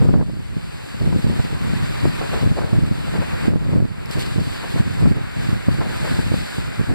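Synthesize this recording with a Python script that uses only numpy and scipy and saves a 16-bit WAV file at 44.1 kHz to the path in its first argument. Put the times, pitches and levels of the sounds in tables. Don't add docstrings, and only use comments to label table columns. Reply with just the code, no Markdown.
import sys
import numpy as np
from scipy import signal
from scipy.fft import rfft, irfft, next_fast_len
from scipy.io import wavfile
from scipy.ndimage import uniform_filter1d, map_coordinates

SR = 44100
rng = np.random.default_rng(int(sys.argv[2]) if len(sys.argv) > 2 else 0)


def inscribe(sig):
    pcm = np.round(np.clip(np.atleast_2d(sig).T, -1, 1) * 32767)
    wavfile.write(sys.argv[1], SR, pcm.astype(np.int16))


N = 306054


def amp(db):
    return 10 ** (np.asarray(db) / 20)


def unit(x):
    return x / np.sqrt(np.mean(x ** 2) + 1e-20)


def along(points, hz):
    freqs, values = np.transpose(points)
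    return np.interp(np.log(hz + 1), np.log(freqs + 1), values)


def curves(rows):
    times, *columns = np.transpose(rows)
    return [np.interp(np.arange(N) / SR, times, column) for column in columns]


def wobble(rate):
    knots = rng.standard_normal(4096)
    return unit(map_coordinates(knots, [np.arange(N) * rate / SR], mode="wrap"))


def filtered(x, response):
    size = next_fast_len(N + 8192)
    return irfft(rfft(x, size) * response(np.fft.rfftfreq(size, 1 / SR)), size)[..., :N]


def below(hz, corner_hz, order=4):
    return 1 / np.sqrt(1 + (hz / corner_hz) ** (2 * order))


def above(hz, corner_hz, order=4):
    return (hz / corner_hz) ** order * below(hz, corner_hz, order=order)


def ports(pair, mid, side):
    return filtered(pair, lambda hz: amp([along(mid, hz), along(side, hz)]))


def white():
    return rng.standard_normal((2, N))


def kicks(rate, spread_db):
    hit = rng.random(N) < rate / SR
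    strength = amp(spread_db * rng.uniform(-1.23, 1, N))
    return unit(hit * strength * rng.choice([-1, 1], N))


def patchy(x, depth_db):
    spectrum = signal.stft(x, nperseg=512)[2]
    patches = uniform_filter1d(rng.standard_normal(spectrum.shape[1:]), size=6, axis=0)
    patches = uniform_filter1d(patches, size=10, axis=1)
    return signal.istft(spectrum * amp(depth_db * unit(patches)), nperseg=512)[1][:, :N]


def bubbles(low_hz, high_hz, cycles, spread_db, count, samples):
    when, pitch, loudness, angle = rng.random((count, 4)).T[..., None]
    age = np.arange(samples)
    pitch_ratio = (high_hz / low_hz) ** pitch
    turns = low_hz * pitch_ratio * age / SR
    life = turns / cycles
    strength = amp(-spread_db * np.log(np.maximum(loudness, .01))) * pitch_ratio
    glide = 1 + 0.041 * np.minimum(life, 2)
    ring = strength * np.exp(-2 * life) * np.sin(2 * np.pi * turns * glide)
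    at = ((when * N).astype(int) + age).ravel()
    mid_side = np.cos(2 * np.pi * angle), np.sin(2 * np.pi * angle)
    return unit(np.array([np.bincount(at, (ring * share).ravel(), N)[:N] for share in mid_side]))


# t/s, wash level/dB, foam level/dB
SURF_LEVELS = [(0, -42.5, -47.5), (.2, -51.5, -56.5), (.45, -48.5, -53.5), (.67, -45.5, -51),
               (1.25, -41, -44), (1.52, -39, -44.5), (1.8, -36.5, -42.5), (2.37, -36, -41.5),
               (2.52, -41, -46.5), (2.8, -42.5, -47.5), (3.47, -35, -43), (3.53, -45.5, -52.5),
               (3.73, -42, -49.5), (3.82, -48.5, -55), (3.98, -43.5, -53.5), (4.22, -37, -43),
               (4.42, -41, -44), (4.58, -38.5, -42.5), (4.79, -36.5, -41.5), (4.83, -40.5, -46.5),
               (5, -38.5, -45.5), (5.15, -40, -49), (5.32, -40, -49), (5.47, -37, -43), (5.6, -39, -47),
               (6.08, -35.5, -41), (6.3, -38, -43), (6.58, -37.5, -40.5), (6.67, -38, -44),
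               (6.93, -39, -47)]
# f/Hz, level/dB
WATER_MID = [(300, -22), (850, 0), (1250, 1.5), (1620, 3), (2500, -4), (3200, -16.5), (4000, -12),
             (4650, -6.5), (5500, -20.5), (6400, -28.5), (7700, -14.5), (9300, -23), (12800, -27),
             (15500, -33.5)]
WATER_SIDE = [(250, 16.5), (750, 7), (1150, -1), (1600, -9), (2300, -0.5), (3900, -9), (4450, -16.5),
              (4800, -27), (5400, -23.5), (7100, -18), (8200, -23.5), (9400, -19.5), (12600, -31),
              (14000, -27.5)]
# t/s, share of the rush colour/0-1
LAST_WAVE = [(4.7, 0), (5.4, 0.55), (6, .85), (6.5, 1), (6.93, 0.7)]
# f/Hz, level/dB
RUSH_COLOUR = [(300, -1), (600, -1), (1150, -2.5), (1500, 2.5), (1750, 0.5), (2100, 0), (3100, -2.5)]


def surf():
    wash_db, foam_db = curves(SURF_LEVELS)
    churn_db = 0.35 * wobble(7.7) + 0.3 * wobble(30)
    split_hz = 3100
    body = white() + amp(-16.5) * bubbles(502, 3460, cycles=5.4, spread_db=-0.5, count=7000, samples=400)
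    body = ports(patchy(body, depth_db=0.82), WATER_MID, WATER_SIDE)
    body = filtered(body, lambda hz: below(hz, split_hz) * above(hz, 260, order=2))
    close = np.clip(curves(LAST_WAVE)[0], 0, 1)
    body = (1 - close) * body + close * filtered(body, lambda hz: amp(along(RUSH_COLOUR, hz)))
    fizz = white() + amp(-7) * bubbles(2850, 14000, cycles=1.9, spread_db=2, count=20000, samples=64)
    fizz = ports(patchy(fizz, depth_db=0.7), WATER_MID, WATER_SIDE)
    fizz = filtered(fizz, lambda hz: above(hz, split_hz))
    wash = body / body[0].std() * amp(wash_db + churn_db)
    foam = fizz / fizz[0].std() * amp(foam_db + 0.82 + 1.95 * churn_db + 0.089 * wobble(66))
    return wash + foam


def far_sea():
    hiss = filtered(ports(white(), WATER_MID, WATER_SIDE), lambda hz: above(hz, 4100, order=2))
    return amp(-58.5) * unit(hiss)


# arrival t/s, level/dB, hold/s, head-on push/dB compared with that level
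WIND_GUSTS = [(0, -15.5, .2, 3), (0.312, -27, 0.081, 3), (1.013, -19.5, 0.16, 3), (1.248, -21, 0.15, 0.5),
              (1.528, -28, 0.026, -5), (1.658, -24.5, 0.19, -3.5), (2.038, -18, 0.039, -1),
              (2.328, -20, 0.03, -7), (2.433, -17.5, 0.079, 0), (2.622, -25.5, 0.049, -1),
              (2.738, -20, 0.12, -0.5), (3.158, -22.5, 0.055, -2), (3.44, -22.5, 0.33, 4),
              (3.73, -19.5, 0.12, 3), (4.17, -21, 0.024, 5.5), (4.363, -21, 0.081, 0.5),
              (4.755, -24.5, 0.22, -1), (5.013, -15, 0.11, -1), (5.155, -24, 0.064, 3.5),
              (5.37, -23, 0.2, -7.5), (5.676, -23, 0.19, -3), (6.099, -24.5, 0.33, -1),
              (6.798, -21, 0.021, 3), (6.906, -16.5, 0.04, 3)]
# t/s, level/dB
BREEZE_LEVELS = [(0, -25.5), (.72, -33.5), (.86, -37.5), (1.1, -29), (3.4, -26), (3.97, -33.5),
                 (4.25, -28.5), (4.6, -30), (5.6, -34), (6.05, -20.5), (6.47, -43.5), (6.65, -25),
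                 (6.93, -46)]


def wind_strength():
    rise_s, fall_s = 0.018, 0.021
    t = np.arange(N) / SR
    power = amp(curves(BREEZE_LEVELS)[0]) ** 2
    for start, db, hold, head_on_db in WIND_GUSTS:
        fade = np.maximum(start - t, 0) / rise_s + np.maximum(t - start - hold, 0) / fall_s
        power = power + (amp([[db], [db + head_on_db]]) * np.exp(-fade)) ** 2
    return 10 * np.log10(power)


def turbulence(rate, smooth_db):
    kick = kicks(rate, spread_db=5.5)
    uneven = rng.choice([-1, 1], N) * rng.uniform(0.77, 1.09, N)
    return np.array([kick * uneven, kick]) + amp(smooth_db) * white()


# f/Hz, level/dB
RUMBLE_MID = [(15, -27), (45, -13.5), (95, -9), (150, -9), (230, -15), (350, -26.5), (550, -33.5),
              (1000, -78), (2500, -83), (6000, -100)]
RUMBLE_SIDE = [(15, -8), (45, -1.5), (95, 6), (150, 5.5), (230, -2.5), (350, -15.5), (550, -26),
               (1000, -39), (2500, -56), (6000, -100)]
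RASP_MID = [(100, -13), (300, 5.5), (550, -2), (900, -12), (1500, -17.5), (2600, -43), (8000, -65)]
RASP_SIDE = [(100, -11), (300, 14.5), (550, -4), (900, -12), (1500, -36), (2600, -31), (8000, -62)]


def wind():
    deep_growth, rasp_growth = 0.75, 1.393
    flow_db, push_db = wind_strength() + 1.3 * wobble(26) + 2.44 * wobble(70)
    rumble = ports(turbulence(rate=260, smooth_db=0), RUMBLE_MID, RUMBLE_SIDE)
    rumble /= rumble[1].std()
    deep = filtered(rumble, lambda hz: below(hz, corner_hz=71.6) ** 2)
    rasp = ports(turbulence(rate=450, smooth_db=-4.5), RASP_MID, RASP_SIDE)
    rasp /= rasp[0].std()
    flutter_db = 1.5 * wobble(90)
    return (deep * amp(deep_growth * flow_db - 4)
            + (rumble - deep) * amp(flow_db + 1)
            + rasp * amp(rasp_growth * push_db - 15 + flutter_db))


def puff(pair, span, swell):
    piece = pair[:, span] * swell
    return piece / np.linalg.norm(piece, axis=1, keepdims=True) * np.linalg.norm(swell)


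# t/s, level/dB, rasp/dB added to that level
HARD_SWIRLS = [(.028, -13.5, -16.5), (0.068, -17, -23), (.089, -9, -15), (0.109, -15, -24),
               (0.139, -12, -7), (.201, -27, -10), (.213, -19, -10), (0.227, -19.5, -12), (.297, -26, -8.5),
               (0.336, -22, -33), (.568, -14, -29), (.742, -32, -32), (.945, -22, -30), (1.012, -22.5, -25),
               (1.063, -15.5, -24), (1.077, -11.5, -23), (1.128, -16, -15), (1.163, -8, -37),
               (1.19, -14, -31), (1.245, -9.5, -27), (1.268, -13.5, -20), (1.285, -14, -30),
               (1.3, -11, -33), (1.33, -23, -29), (1.396, -9.5, -22), (1.451, -17, -33), (1.53, -16, -32),
               (1.566, -19.5, -35), (1.649, -16, -33), (1.698, -20, -29), (1.736, -12.5, -26),
               (1.837, -19.5, -32), (2.055, -13.5, -5.5), (2.075, -14, -31), (2.429, -14.5, -21),
               (2.476, -13, -29), (2.517, -10.5, -25), (2.645, -15.5, -23), (2.731, -9, -20.5),
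               (2.788, -9, -32), (2.835, -15, -30), (2.915, -10, -38), (3.152, -18, -28), (3.188, -16, -28),
               (3.482, -7, -18), (3.537, -13.5, -21), (3.559, -14, -14), (3.693, -14, -28),
               (3.733, -16, -25), (3.752, -13, -30), (3.762, -10.5, -23), (3.803, -14, -16),
               (3.825, -13.5, -33), (3.853, -19, -21), (4.106, -21, -20), (4.361, -17, -21),
               (4.384, -11, -26), (4.409, -16, -28), (4.473, -16.5, -32), (4.76, -16.5, -18),
               (4.804, -8, -34), (4.872, -17, -34), (5.024, -9, -26), (5.058, -12, -13.5),
               (5.075, -13.5, -21), (5.101, -23, -24), (5.491, -10.5, -32), (5.53, -13, -42),
               (5.686, -7, -16.5), (5.788, -20, -21), (6.117, -14, -28), (6.192, -9.5, -19),
               (6.266, -15.5, -32), (6.319, -14, -14.5), (6.342, -12.5, -15), (6.584, -15, -17),
               (6.797, -12, -21), (6.813, -16.5, -23), (6.896, -17, -25)]
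# f/Hz, level/dB
CREST_MID = [(100, -13), (300, 2), (550, -7), (1200, -13), (1850, -22), (3000, -48), (8000, -62)]
CREST_SIDE = [(100, -2), (300, 9.5), (550, 4), (900, -10), (1500, -27), (2600, -21), (8000, -60)]


def wind_thumps():
    rise_s, wake_s = 0.0046, 0.011
    lowest_hz = 117
    shared_db = -12.5
    push = white()
    for time, _, _ in HARD_SWIRLS:
        push[:, round(time * SR)] += amp(26.5) * rng.choice([-1, 1], size=2)
    rumble = filtered(ports(push, RUMBLE_MID, RUMBLE_SIDE), lambda hz: above(hz, lowest_hz, order=2))
    rasp = ports(push + white(), CREST_MID, CREST_SIDE)
    out = np.zeros((2, N))
    for time, db, rasp_db in HARD_SWIRLS:
        centre = round(time * SR)
        span = np.arange(max(centre - SR // 10, 0), min(centre + SR // 10, N))
        age = span / SR - time
        swell = np.exp(-(age / np.where(age < 0, rise_s, wake_s)) ** 2)
        thump = puff(rumble, span, swell) * amp([[shared_db], [0]])
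        crest = puff(rasp, span, swell ** 1.87) * amp([[rasp_db + 0.5], [rasp_db + 3]])
        out[:, span] += amp(db - 1.9) * (thump + crest)
    return out


def patter():
    grains = white() + np.array([kicks(rate=2300, spread_db=16), kicks(rate=2300, spread_db=-4)])
    return unit(filtered(ports(grains, WATER_MID, WATER_SIDE), lambda hz: above(hz, 3150, order=3)))


# t/s, level/dB, time to fade by 60 decibels/s
WATER_SLAPS = [(2.213, -20.5, 0.23), (2.335, -18.5, 0.44), (2.572, -21.5, 1), (3.069, -24, 0.14),
               (3.14, -23.5, 0.33), (3.224, -16.5, 0.097), (4.636, -22, 0.18), (4.756, -23, 0.18),
               (5.811, -17.5, 0.28), (6.045, -26, 0.69)]
# f/Hz, level/dB
SLAP_MID = [(100, -26), (300, 2), (520, 8), (900, 3), (1500, -2), (2600, -12), (6000, -63)]
SLAP_SIDE = [(100, -10), (300, 14.5), (520, 13), (900, 0), (1500, -10), (2600, -36), (6000, -57)]


def slaps():
    lead_s, rise_s = 0.006, 0.0034
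    t = np.arange(N) / SR
    loudness = np.zeros(N)
    for time, db, fade_s in WATER_SLAPS:
        age = np.maximum(t - time + lead_s, 0)
        loudness += amp(db - 60 * age / fade_s) * (1 - np.exp(-age / rise_s))
    body = unit(ports(white(), SLAP_MID, SLAP_SIDE)) * amp(2.96 * wobble(130))
    return loudness * (amp(-7) * body + amp(-30.5) * patter())


# t/s, level/dB
NEAR_DROPS = [(4.059, -31.5), (4.112, -26)]
# f/Hz, level/dB
DROP_TONES = [(5100, 3), (7900, -17), (10200, -6), (12900, -7)]


def drops():
    ring_s, tick_s = 0.011, 0.0041
    t = np.arange(SR // 50) / SR
    ring = sum(amp(db - 60 * t / ring_s) * np.sin(2 * np.pi * hz * t) for hz, db in DROP_TONES)
    out = np.zeros(N)
    for time, db in NEAR_DROPS:
        tick = 0.5 * amp(-60 * t / tick_s) * rng.standard_normal(len(t))
        out[round(time * SR):][:len(t)] += amp(db - 3.5) * (ring + tick)
    return out * np.array([[1], [0.4]])


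# middle t/s, level/dB
SHOWERS = [(4.129, -37), (4.21, -34)]


def spray():
    half_length_s = 0.025
    t = np.arange(N) / SR
    return patter() * sum(amp(db) * np.exp(-((t - time) / half_length_s) ** 2) for time, db in SHOWERS)


def left_right(pair):
    mid, side = pair
    return np.array([mid + side, mid - side])


# f/Hz, left minus right level/dB
WATER_LEAN = [(600, -.5), (1300, -0.3), (2200, 2.5), (3100, 2.5), (4000, 0.5), (5000, -1), (5800, 3),
              (7400, -4), (8700, 0), (11000, 0.7), (15000, 0.5)]


def scene():
    water = left_right(surf() + slaps() + spray() + drops() + far_sea())
    water = filtered(water, lambda hz: amp(np.outer([0.5, -0.5], along(WATER_LEAN, hz))))
    air = left_right(wind() + wind_thumps())
    sway_db = 1.17 * wobble(25)
    return water + air * amp(np.outer([0.5, -0.5], sway_db))


def record(dry):
    top_hz = 15500
    rounded = dry / (1 + np.abs(dry) ** 6) ** (1 / 6)
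    return filtered(rounded, lambda hz: hz < top_hz)


dry = scene()
out = record(dry)
inscribe(out)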